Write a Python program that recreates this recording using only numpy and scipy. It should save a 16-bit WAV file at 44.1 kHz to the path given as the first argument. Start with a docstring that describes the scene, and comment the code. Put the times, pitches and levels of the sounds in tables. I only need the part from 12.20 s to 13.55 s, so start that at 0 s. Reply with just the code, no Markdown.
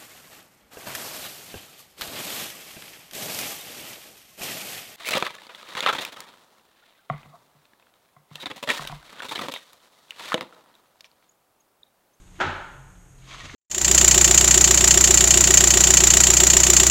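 """A bare garage, heard through one microphone. A hand finishes pressing paper-backed vinyl onto the wall.
There is a short stick-slip squeak and one sharp slap, whose quick, hard contacts ring through the room.
Then paper and sleeve rustle in tiny slips, much drier than the slap, with a few crinkles and soft bumps.
Under it lie a wavering low hum, faint drones, room noise and a thin hiss."""
import sys
import numpy as np
from scipy import signal
from scipy.fft import rfft, irfft
from scipy.io import wavfile
from scipy.ndimage import uniform_filter1d

SR = 44100
rng = np.random.default_rng(int(sys.argv[2]) if len(sys.argv) > 2 else 0)


def inscribe(sig):
    """Save sig as 16-bit PCM at rate SR to the path in sys.argv[1].

    A 1-D sig is mono; a 2-D sig holds one channel per row.
    Samples are clipped to [-1, 1] before scaling.
    """
    pcm = np.round(np.clip(np.atleast_2d(sig).T, -1, 1) * 32767)
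    wavfile.write(sys.argv[1], SR, pcm.astype(np.int16))


N = 59535
T = np.arange(N) / SR
FREQS = np.maximum(np.fft.rfftfreq(2 * N, 1 / SR), 1)


# The hard contacts of the slap. Each row: start in seconds, relative level in dB, decay in seconds.
SLAP_CONTACTS = [(.189, -32, 0.017), (0.2003, -7.5, 0.019), (.209, 1, 0.0035), (0.213, -1, 0.0043)]
# The slap's tone at the microphone. Each row: frequency in Hz, relative density in dB.
SLAP_SPECTRUM = [(180, -11), (255, -5.5), (370, -6.5), (460, -12.5), (590, -2.5), (700, -6), (870, 1.5),
                 (1080, -10), (1310, 2), (1640, -1.5), (1950, -9.5), (3000, -12.5), (4100, -18.5),
                 (5000, -27), (6800, -26.5), (9000, -45.5), (12000, -59.5)]
# What rings on after it. Each row: frequency in Hz, relative level in dB, t60 in seconds.
SLAP_MODES = [(338.5, -6, 0.3), (580, -5, 0.7), (609, -4, .6), (805, -4, 0.39), (945, 9, 0.49),
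              (910, 4, 0.95), (1030, 7.5, 1), (1301, 5, 0.73), (1465, 9.5, 0.94), (1490, -11, 1),
              (1535, -10, 0.96), (1530, 2.5, 0.8), (1673, 5.5, 1)]

def slap(rise_s=0.0024, direct_db=-12, room_db=4.5, ring_db=-45.5):
    """A sharp slap: a few quick, hard contacts that ring through the garage."""
    cracks = 0
    for start, db, decay in SLAP_CONTACTS:
        direct = undb(direct_db) * burst(start, rise_s, decay)
        cracks += undb(db) * (direct + undb(room_db) * echoes(start))
    strongest_at = SLAP_CONTACTS[2][0]
    return colour(cracks, SLAP_SPECTRUM) + undb(ring_db) * ring(strongest_at, SLAP_MODES, rise_s)


# Rubs. Each row: start and length in seconds, pitch and its mid-stroke rise in Hz, level in dB.
RUBS = [(0.187, 0.092, 316, 70.1, -34), (1.205, 0.024, 1850, 40, -42)]

def squeaks():
    """Stick-slip tones that rise and fall with the speed of the rub."""
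    tones = 0
    for start, length, hz, arch_hz, db in RUBS:
        speed = np.sin(np.pi * np.clip((T - start) / length, 0, 1))
        tones += undb(db) * np.sqrt(np.abs(speed)) * sine(hz + arch_hz * speed)
    return garage(tones, wet_db=-11)


# Paper and sleeve moving. Each row: time in seconds, relative level in dB.
RUSTLE_LEVELS = [(0, -64.5), (.12, -64.5), (.17, -57), (.22, -63), (.95, -88), (.99, -68), (1.03, -64.5),
                 (1.07, -51.5), (1.108, -43), (1.145, -43.5), (1.175, -48), (1.205, -41), (1.225, -47.5),
                 (1.257, -38.5), (1.275, -48.5), (1.32, -47), (1.35, -46.5)]
# Their tone at the microphone. Each row: frequency in Hz, relative density in dB.
RUSTLE_SPECTRUM = [(120, -35.5), (200, -9), (823, -11), (867, -10), (1070, -4), (1600, -12), (1940, -5.5),
                   (2080, -7.5), (3700, -7.5), (5520, -18), (6350, -11.5), (10200, -35), (13000, -44)]

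def rustle(slips_per_s=3000, spread_db=1.5, gain_db=-0.5):
    """Dense tiny slips of paper and cloth, swelling with each movement."""
    slips = (rng.random(N) < slips_per_s / SR) * rng.choice([-1, 1], N)
    sizes = undb(spread_db * np.minimum(rng.exponential(size=N), 4))
    grains = unit(slips * sizes) * curve(RUSTLE_LEVELS)
    return garage(undb(gain_db) * colour(grains, RUSTLE_SPECTRUM), wet_db=-10)


# Crinkles, scrapes and dull taps.
# Each row: start in seconds, relative level in dB, band centre in Hz, decay in seconds.
CREASES = [(0.754, -49, 3030, 0.0022), (0.983, -57, 3460, 0.028), (1.02, -53, 2600, 0.021),
           (1.106, -36.5, 2600, 0.027), (1.144, -28, 1300, 0.0045), (1.204, -26, 1710, 0.0021),
           (1.25, -49, 1200, 0.0039), (1.259, -40, 4320, 0.0036), (1.2958, -24, 1830, 0.0021),
           (1.3007, -22, 2310, 0.0013), (1.312, -29, 3550, 0.00072), (1.339, -32.5, 1360, 0.0044),
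           (1.341, -33, 290, 0.0068)]

def crinkles(rise_s=0.00098):
    """Single creases snap over or scrape briefly, each with its own pitch."""
    snaps = 0
    for start, db, hz, decay in CREASES:
        snaps += undb(db) * band(0.5 * burst(start, rise_s, decay), hz, octaves=0.49)
    return garage(snaps, wet_db=-5)


# Soft pushes on a panel. Each row: start in seconds, relative level in dB.
PUSHES = [(.236, -37), (.262, -31), (1.232, -39.5)]
# The panel's answer. Each row: frequency in Hz, relative level in dB, t60 in seconds.
PANEL_MODES = [(89.8, -2, 0.44), (149.7, -1.5, 0.2), (251, -6.5, .2)]

def bumps():
    """Soft pushes stir the low modes of a panel."""
    return sum(undb(db) * ring(start, PANEL_MODES, rise_s=0.0044) for start, db in PUSHES)


# The hum at the microphone. Each row: time in seconds, level in dB.
HUM_LEVELS = [(0, -53), (.06, -69), (.44, -58.5), (.52, -61.5), (.6, -47), (.7, -58.5), (.83, -92),
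              (.9, -59), (1.03, -51), (1.17, -53.5), (1.35, -55)]

def hum():
    """A low tone swells and sinks behind the work."""
    return curve(HUM_LEVELS) * wavering_tone(130.6, drift_hz=2.1)


# Low tones in the room. Each row: frequency in Hz, level in dB, waver in dB.
DRONE_TONES = [(38.8, -52.5, 0.5), (88, -66, 2), (176.1, -62, 4)]

def drones():
    """Faint, unbroken tones waver in level and pitch."""
    return sum(undb(db + waver * walk(10)) * wavering_tone(hz, drift_hz=3.25)
               for hz, db, waver in DRONE_TONES)


# The garage's noise floor. Each row: frequency in Hz, relative density in dB.
FLOOR_SPECTRUM = [(25, 6.5), (45, -5.5), (65, -1.5), (150, -6.5), (210, -18), (300, -13.5), (480, -20),
                  (800, -21.5), (1500, -24), (2700, -29), (4000, -36), (5100, -38), (6500, -26.5),
                  (8500, -28.5), (10500, -37.5), (14000, -38)]

def room_noise(floor_db=-52.5, hiss_db=-68):
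    """Steady noise, heaviest in the bass, with a narrow hiss high above it."""
    floor = colour(rng.standard_normal(N), FLOOR_SPECTRUM)
    hiss = band(rng.standard_normal(N), hz=6600, octaves=0.046)
    return undb(floor_db) * floor + undb(hiss_db) * hiss


# Reverberation between the bare walls. Each row: frequency in Hz, t60 in seconds.
GARAGE_T60 = [(100, 0.75), (400, 0.83), (1400, 0.86), (3000, 0.85), (6000, 0.65), (12000, 0.43)]

def echoes(start, build_s=0.0013):
    """The room's answer to a click: a dense tail of unit energy whose treble dies first."""
    noise = rfft(rng.standard_normal(2 * N))
    tail = 0
    for hz in 2. ** np.arange(6, 15):  # octave bands
        share = np.maximum(1 - np.abs(np.log2(FREQS / hz)), 0)
        decay_s = on_log_axis(hz, GARAGE_T60) / np.log(1000)
        tail += irfft(noise * share)[:N] * fade(start, decay_s)
    return unit(tail * (1 - fade(start, build_s))) / np.sqrt(N)


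def garage(x, wet_db):
    """The direct sound reaches the microphone together with its reverberation."""
    return x + undb(wet_db) * signal.fftconvolve(x, echoes(0))[:N]


def ring(start, modes, rise_s):
    """Damped modes set going by a push that takes rise_s to build."""
    ringing = 0
    for hz, db, t60 in modes:
        phase = 2 * np.pi * (hz * (T - start) + rng.random())
        ringing += undb(db) * fade(start, t60 / np.log(1000)) * np.sin(phase)
    return (1 - fade(start, rise_s)) * ringing


def burst(start, rise_s, decay_s):
    """White noise that builds and dies away."""
    return fade(start, decay_s) * (1 - fade(start, rise_s)) * rng.choice([-1, 1], N)


def fade(start, decay_s):
    """Sudden start and exponential decay."""
    return (T >= start) * np.exp(-np.maximum(T - start, 0) / decay_s)


def sine(hz):
    """A sine that follows a moving pitch."""
    return np.sin(2 * np.pi * np.cumsum(hz) / SR)


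def wavering_tone(hz, drift_hz):
    """A tone of unit rms whose pitch wanders."""
    return np.sqrt(2) * sine(hz + drift_hz * walk(13.78))


def walk(steps_per_s):
    """Smooth random motion of unit rms."""
    hold = int(SR / steps_per_s)
    steps = rng.standard_normal(N)[np.arange(N) // hold]
    return unit(uniform_filter1d(uniform_filter1d(steps, hold), hold))


def colour(x, rows):
    """Causal filter of unit power gain and given (Hz, dB) shape, falling away below the first point."""
    bass_cut = np.hypot(1, (rows[0][0] / FREQS) ** 2)
    gain = unit(undb(on_log_axis(FREQS, rows)) / bass_cut)
    cepstrum = irfft(np.log(gain))
    cepstrum[1:N] *= 2  # minimum phase: nothing sounds ahead of a hit
    cepstrum[N + 1:] = 0
    return irfft(rfft(x, 2 * N) * np.exp(rfft(cepstrum)))[:N]


def band(x, hz, octaves):
    """Bell-shaped band filter of unit power gain."""
    bell = np.exp(-.5 * (np.log2(FREQS / hz) / octaves) ** 2)
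    return irfft(rfft(x, 2 * N) * unit(bell))[:N]


def curve(rows):
    """Gain over time from (s, dB) points."""
    return undb(np.interp(T, *np.array(rows).T))


def on_log_axis(hz, rows):
    """Read (Hz, value) points on a log-frequency axis."""
    freqs, values = np.array(rows).T
    return np.interp(np.log(hz), np.log(freqs), values)


def undb(db):
    """Decibels to gain."""
    return 10 ** (np.asarray(db) / 20)


def unit(x):
    """Scale to an rms of one."""
    return x / np.sqrt(np.mean(x ** 2))


def scene():
    """The work and the room behind it, at one microphone."""
    foreground = slap() + squeaks() + bumps() + rustle() + crinkles()
    return (foreground + hum() + drones() + room_noise())[None]


def record(dry, top_hz=13900):
    """The camera cuts the highest treble steeply."""
    return signal.sosfilt(signal.ellip(8, .2, 70, top_hz, fs=SR, output="sos"), dry)


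dry = scene()
out = record(dry)
inscribe(out)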